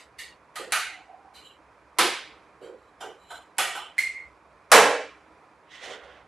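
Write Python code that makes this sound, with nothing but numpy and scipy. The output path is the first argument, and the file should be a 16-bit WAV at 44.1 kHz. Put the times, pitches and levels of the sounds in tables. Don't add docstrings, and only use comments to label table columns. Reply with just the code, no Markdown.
import sys
import numpy as np
from scipy import signal
from scipy.fft import rfft, irfft, next_fast_len
from scipy.io import wavfile
from scipy.ndimage import uniform_filter1d, minimum_filter1d, map_coordinates

SR = 44100
rng = np.random.default_rng(int(sys.argv[2]) if len(sys.argv) > 2 else 0)


def unload_audio(sound):
    columns = np.transpose(np.atleast_2d(sound))
    steps = np.round(np.clip(columns, -1, 1) * 32767)
    wavfile.write(sys.argv[1], SR, steps.astype(np.int16))


N = 276890
CLOCK = np.arange(N) / SR
T = np.arange(SR * 4 // 5) / SR
HZ = np.fft.rfftfreq(2 * len(T), 1 / SR)

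# pitch_hz, width_hz, level_db
BOX_RING = [(245, 70, -14.5), (384, 73, 3), (484, 170, 6.5)]
LID_RING = [(735, 120, -22), (845, 360, -19.5), (930, 760, -29)]
FRAME_RING = [(1238, 130, 0.98), (1490, 270, -2.9)]
WIRE_RING = [(3030, 330, 7), (3980, 244, 8), (7330, 680, -3), (9460, 4900, -13), (12360, 1100, -20)]
# start_s, level_db, cutoff_s (time until the boom dies away)
LEVER_SNAPS = [(1.9857, 17.5, 0.18), (4.7167, 27, 0.35)]


def amp(db):
    return 10 ** (np.asarray(db) / 20)


def unit(x):
    return x / np.sqrt(np.mean(x ** 2) + 1e-20)


def unit_energy(x):
    return unit(x) / np.sqrt(x.shape[-1])


def along(points, hz):
    pitches, values = np.transpose(points)
    return np.interp(np.log(hz + 1), np.log(pitches + 1), values)


def wobble(rate):
    return map_coordinates(rng.standard_normal(int(N * rate / SR) + 4), [CLOCK * rate])


def humps(modes):
    return sum(amp(db) / (1 + (2 * (HZ - hz) / width) ** 2) for hz, width, db in modes)


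def fine_modes(depth_db, spacing_hz):
    ripple = map_coordinates(rng.standard_normal(4096), [HZ / spacing_hz], mode="wrap")
    return amp(depth_db * ripple * HZ / (HZ + 1200))


def coloured(x, gain):
    cepstrum = irfft(np.log(np.maximum(gain / gain.max(), 1e-6)))
    cepstrum[1:len(T)] *= 2
    cepstrum[len(T) + 1:] = 0
    response = irfft(np.exp(rfft(cepstrum)))[:len(T) // 8]
    return signal.fftconvolve(x, response[None], axes=1)[:, :x.shape[1]]


def filtered(x, response):
    size = next_fast_len(x.shape[-1] + 4096)
    gain = response(np.fft.rfftfreq(size, 1 / SR))
    return irfft(rfft(x, size) * gain, size)[..., :x.shape[-1]]


def diffuse(size, width=None):
    # pitch_hz, side_minus_mid_db
    room_width = [(100, -24), (1000, -27), (2500, -21), (5000, -8), (9000, -6), (14000, -6)]
    width = room_width if width is None else width
    mid = rng.standard_normal(size)
    side = filtered(rng.standard_normal(size), lambda hz: amp(along(width, hz)))
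    return unit(np.array([mid + side, mid - side]))


def add(out, s, sound):
    start = round(s * SR)
    sound, start = sound[:, max(-start, 0):], max(start, 0)
    out[:, start:start + sound.shape[1]] += sound[:, :N - start]


def panned(x, pan_db):
    return x * amp([[pan_db / 2], [-pan_db / 2]])


def stroke(s, length, rise_db_per_s, fall_db_per_s):
    before, after = np.maximum(s - CLOCK, 0), np.maximum(CLOCK - s - length, 0)
    return amp(-rise_db_per_s * before - fall_db_per_s * after)


def echo(direct_db, hold_s):
    # pitch_hz, fade_s
    room_fade = [(150, 0.76), (500, 0.66), (1000, 0.53), (2200, .66), (5000, 0.53), (8000, 0.49),
                 (13000, 0.32)]
    hz, t, bands = signal.stft(diffuse(len(T)), SR, nperseg=256)
    age = np.hypot(t, hold_s) - hold_s
    fade = amp(-60 * age / along(room_fade, hz)[:, None])
    tail = unit_energy(signal.istft(bands * fade, SR, nperseg=256)[1][:, :len(T)])
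    tail[:, 0] += amp(direct_db)
    return unit_energy(tail)


def chatter(x, gap_s, bounce_db, count):
    out = x.copy()
    for k, s in enumerate(np.cumsum(gap_s * rng.uniform(.7, 1.3, count)), 1):
        out += amp(k * bounce_db) * np.pad(x, ((0, 0), (round(s * SR), 0)))[:, :x.shape[1]]
    return out


def crack(fade_s, rebound_db):
    burst = diffuse(len(T)) * amp(-60 * T / fade_s)
    burst = chatter(burst, gap_s=0.0035, bounce_db=rebound_db, count=1)
    return unit_energy(coloured(burst, humps([(8100, 3000, -2), (10100, 1900, -0.5)])))


def touch(shaken, crack_db):
    gain = np.sqrt(sum((amp(db) * unit(humps(part))) ** 2 for part, db in shaken))
    strength = np.sqrt(np.mean(gain ** 2))
    hardness = strength ** 2 / (strength ** 2 + 4)
    cutoff_s = .13 + hardness * .6
    click = chatter(echo(direct_db=-27.5, hold_s=.016), gap_s=.005, bounce_db=-14.5, count=2)
    click *= 1 - np.exp(-(T + 0.00038) * hardness / 0.00035)
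    click *= np.exp(-(T / cutoff_s) ** 4)
    steel = fine_modes(depth_db=4 - 1.5 * hardness, spacing_hz=190)
    ring = strength * unit_energy(coloured(click, gain * steel))
    return ring + hardness * amp(crack_db) * crack(fade_s=0.0055, rebound_db=-4)


def clicks():
    # start_s, which latch, steel_db, shell_db
    taps = [(-.06, "near", -16.5, -22.5), (.185, "near", -10.5, -23), (.556, "near", -9.5, -7),
            (0.7217, "near", 4, 2.5), (1.335, "near", -21, -23), (2.607, "near", -28.5, -20),
            (3.005, "far", -15.5, -5), (3.302, "far", -17.5, -6.5), (3.583, "far", 5, 4.5),
            (3.751, "far", -13.5, -3)]
    shares = {"near": ((-24, -1, 3.5), (3.5, 0.5, 0)), "far": ((-12, 0, -0.06), (1.5, 0.0068, -0.6))}
    # pitch_hz, width_hz, level_db
    plate = [(1877, 290, 1.5), (2340, 620, -0.5)]
    loops = {"near": [(2895, 530, 5), (3666, 480, -1), (4510, 600, -1)], "far": [(2750, 600, 4),
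             (3420, 580, 2), (4140, 600, -11.5)]}
    edge = [(4610, 1800, 1), (6650, 2800, 1.5), (8400, 1200, -1), (10400, 2800, 3), (12800, 760, -6)]
    out = np.zeros((2, N))
    for s, latch, steel_db, shell_db in taps:
        shell, steel = shares[latch]
        shaken = [(part, shell_db + db) for part, db in zip((BOX_RING, LID_RING, FRAME_RING), shell)]
        shaken += [(part, steel_db + db) for part, db in zip((plate, loops[latch], edge), steel)]
        shaken += [(WIRE_RING, -10 + 0.47 * steel_db)]
        add(out, s, touch(shaken, crack_db=steel_db - 5))
    return out


def ventilation():
    # pitch_hz, level_db
    air_tone = [(15, -48), (25, -30.5), (54, -9.5), (101, -8.5), (271, -9.5), (318, -0.5), (354, -13.5),
                (383, -5), (879, -5.5), (1000, -2), (2070, -14.5), (2430, -14), (2850, -24), (10900, -37),
                (15000, -68.5)]
    # pitch_hz, side_minus_mid_db
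    air_width = [(50, -14), (500, -22.5), (3000, -6.5), (10000, -12)]
    linger = sum((CLOCK > s) * np.exp(-np.abs(CLOCK - s) / 0.31) for s, *_ in LEVER_SNAPS)
    air_db = -49 + 6.5 * linger + 0.26 * wobble(7)
    air = unit(coloured(diffuse(N, air_width), amp(along(air_tone, HZ))))
    hum = unit(coloured(diffuse(N, air_width), humps([(64, 9.2, 0)])))
    return amp(air_db) * air + amp(-65) * hum


def palm_bumps():
    # start_s, level_db
    knocks = [(0.591, -4.5), (2.612, -6.5), (2.68, -10.5), (3.029, -7.5), (5.876, -9.5)]
    out = np.zeros((2, N))
    for s, db in knocks:
        add(out, s, touch([(BOX_RING, db), (LID_RING, db - 17), (FRAME_RING, db - 24)], crack_db=db - 30))
    return out


def creaks():
    # start_s, length_s, pitch_hz, level_db
    rubs = [(0.887, 0.036, 2080, -43), (0.971, 0.019, 768, -47), (1.1, 0.037, 757, -45.5),
            (1.16, 0.17, 773, -51), (1.45, 0.065, 2940, -56), (3.74, 0.14, 3030, -48),
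            (4.176, 0.022, 2050, -42.5)]
    out = np.zeros((2, N))
    for s, length, hz, db in rubs:
        rub = unit(coloured(diffuse(N), humps([(hz, 0.13 * hz, 0)])))
        out += amp(db) * stroke(s, length, rise_db_per_s=353.5, fall_db_per_s=207) * rub
    return out


def loop_slides():
    # start_s, length_s, level_db
    drags = [(1.461, 0.027, -55), (2.81, 0.055, -68.5), (3.24, 0.053, -63), (3.32, .06, -54.5)]
    drag = sum(amp(db) * stroke(s, length, rise_db_per_s=150, fall_db_per_s=175)
               for s, length, db in drags)
    return drag * amp(3.5 * wobble(63)) * unit(coloured(diffuse(N), humps(WIRE_RING)))


def lever_snaps():
    # pitch_hz, level_db
    near_tone = [(65, -64.5), (110, -32.5), (303, -15), (351, -3.5), (588, -14), (786, -7), (1320, -8.5),
                 (1590, -8.5), (1880, -10.5), (3350, -11), (7060, -22), (10900, -21), (12900, -32),
                 (14600, -47.5), (15500, -57)]
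    far_tone = [(53, -80.5), (90, -44.5), (161, -18), (232, -17), (282, -13), (350, -17.5), (483, 3),
                (574, -7), (793, -2.5), (1270, -6.5), (1610, -7), (3740, -16.5), (10500, -23),
                (13600, -31.5), (15500, -48.5)]
    out = np.zeros((2, N))
    for (s, blow_db, cutoff_s), tone in zip(LEVER_SNAPS, (near_tone, far_tone)):
        click = chatter(echo(direct_db=-23, hold_s=0.016), gap_s=.004, bounce_db=-14, count=2)
        steel = fine_modes(depth_db=1.5, spacing_hz=130)
        blow = unit_energy(coloured(click, amp(along(tone, HZ)) * steel))
        bass = filtered(blow, lambda hz: 1 / (1 + (hz / 600) ** 4))
        boom = bass * (1 - np.exp(-T / .011)) * np.exp(-(T / cutoff_s) ** 4)
        snap = blow - bass + boom + amp(-16) * crack(fade_s=0.046, rebound_db=5.5)
        add(out, s, amp(blow_db) * snap)
    add(out, LEVER_SNAPS[1][0], amp(18) * case_ring(attack_s=0.036, fade_s=1.0, cutoff_s=.34))
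    return out


def lever_squeak():
    # start_s, length_s, pitch_hz, chirp_db
    slips = [(3.9813, 0.0028, 2116, 3), (3.985, 0.015, 2107, 11.5)]
    pivot = humps([(2096, 1400, 1), (4280, 1100, -13.5), (5940, 3700, -20),
                   (7960, 970, -14), (8920, 7500, -9.5)])
    out = np.zeros((2, N))
    for s, length, hz, db in slips:
        t = T[:round(length * SR)]
        phase = 2 * np.pi * hz * t
        tone = np.sin(phase) + amp(-21) * np.sin(2 * phase) + amp(-36) * np.sin(4 * phase)
        chirp = tone * np.sin(np.pi * t / length) * np.exp(-t / length)
        walls = echo(direct_db=-1, hold_s=.005) * np.exp(-(T / .35) ** 4)
        heard = signal.fftconvolve(walls, chirp[None], axes=1)[:, :len(T)]
        scrape = coloured(echo(direct_db=-16, hold_s=0.0071), pivot)
        add(out, s, amp(db) * unit_energy(heard) + amp(-2) * unit_energy(scrape))
    return out


def case_ring(attack_s, fade_s, cutoff_s):
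    # pitch_hz, level_db
    notes = [(277, -16), (297, -13), (433, -5), (472, 0), (506, -4), (532, -7), (572, -8), (604, -7),
             (625, -6), (703, -8), (777, -8), (822, -5), (885, -7), (926, -9), (1072, -8), (1141, -10),
             (1373, -10), (1452, -10), (1543, -9), (1617, -8), (1663, -10), (1863, -11)]
    hz, db = np.transpose(notes)[:, :, None]
    strength_db = db + rng.normal(0, 1, hz.shape)
    phase = rng.uniform(0, 2 * np.pi, hz.shape)
    tones = amp(strength_db - 60 * T / fade_s) * np.sin(2 * np.pi * hz * T + phase)
    ending = np.exp(-(T / cutoff_s) ** 6)
    return unit_energy(tones.sum(0) * (1 - np.exp(-T / attack_s)) * ending)[None]


def sleeves():
    # start_s, length_s, sleeve_db, lid_db
    brushes = [(5.719, 0.047, -45.5, -68), (5.839, 0.1, -43.5, -40.5), (6.044, 0.14, -53, -48.5)]
    # pitch_hz, width_hz, level_db
    cloth_tone = [(1410, 230, 1), (1945, 380, 7.5), (3090, 1500, 3.5), (5970, 3100, -11), (8400, 3100, -19)]
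    strokes = np.array([stroke(s, length, rise_db_per_s=326, fall_db_per_s=122)
                        for s, length, *_ in brushes])
    cloth_gain, lid_gain = amp(np.transpose(brushes)[2:]) @ strokes
    brush = unit(coloured(diffuse(N), humps(cloth_tone)))
    dull = filtered(brush, lambda hz: 1 / (1 + (hz / 4500) ** 4))
    brush = dull + (brush - dull) * amp(3.5) * (cloth_gain / cloth_gain.max()) ** 1.2
    murmur = unit(coloured(diffuse(N), humps([(514, 170, 1.5), (733, 150, -1.5), (1380, 930, -2.5)])))
    return cloth_gain * amp(0.57 * wobble(70)) * brush + lid_gain * murmur


def suppressor(x, depth_db):
    # pitch_hz, threshold_db
    quiet = [(100, -55.5), (350, -54.5), (550, -54.5), (1200, -52), (2500, -63.5), (5000, -78),
             (13000, -75)]
    hz, _, bands = signal.stft(x, SR, nperseg=512)
    power = np.mean(np.abs(bands) ** 2, 0)
    power = np.abs(uniform_filter1d(uniform_filter1d(power, size=2, axis=0), size=5, axis=1))
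    shut = 1 / (1 + power / amp(along(quiet, hz))[:, None] ** 2)
    return signal.istft(bands * amp(-depth_db * shut), SR, nperseg=512)[1][:, :N]


def limiter(x, top):
    needed = np.minimum(1, top / (np.abs(x).max(0) + 1e-9))
    return x * uniform_filter1d(minimum_filter1d(needed, size=131), size=131)


def scene():
    # pitch_hz, left_minus_right_db
    balance = [(100, -2.5), (2500, -2.5), (5000, -1.5), (9000, -.2), (14000, -1.4)]
    latches = clicks() + lever_snaps() + lever_squeak() + loop_slides() + panned(creaks(), pan_db=-2.5)
    hands = panned(palm_bumps() + sleeves(), pan_db=-2.5)
    mix = latches + hands + panned(ventilation(), pan_db=-0.7)
    return filtered(mix, lambda hz: amp(np.outer([.5, -.5], along(balance, hz))))


def record(dry):
    held = limiter(suppressor(dry, depth_db=9.5), top=1)
    return filtered(held, lambda hz: 1 / (1 + (hz / 15750) ** 200))


dry = scene()
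out = record(dry)
unload_audio(out)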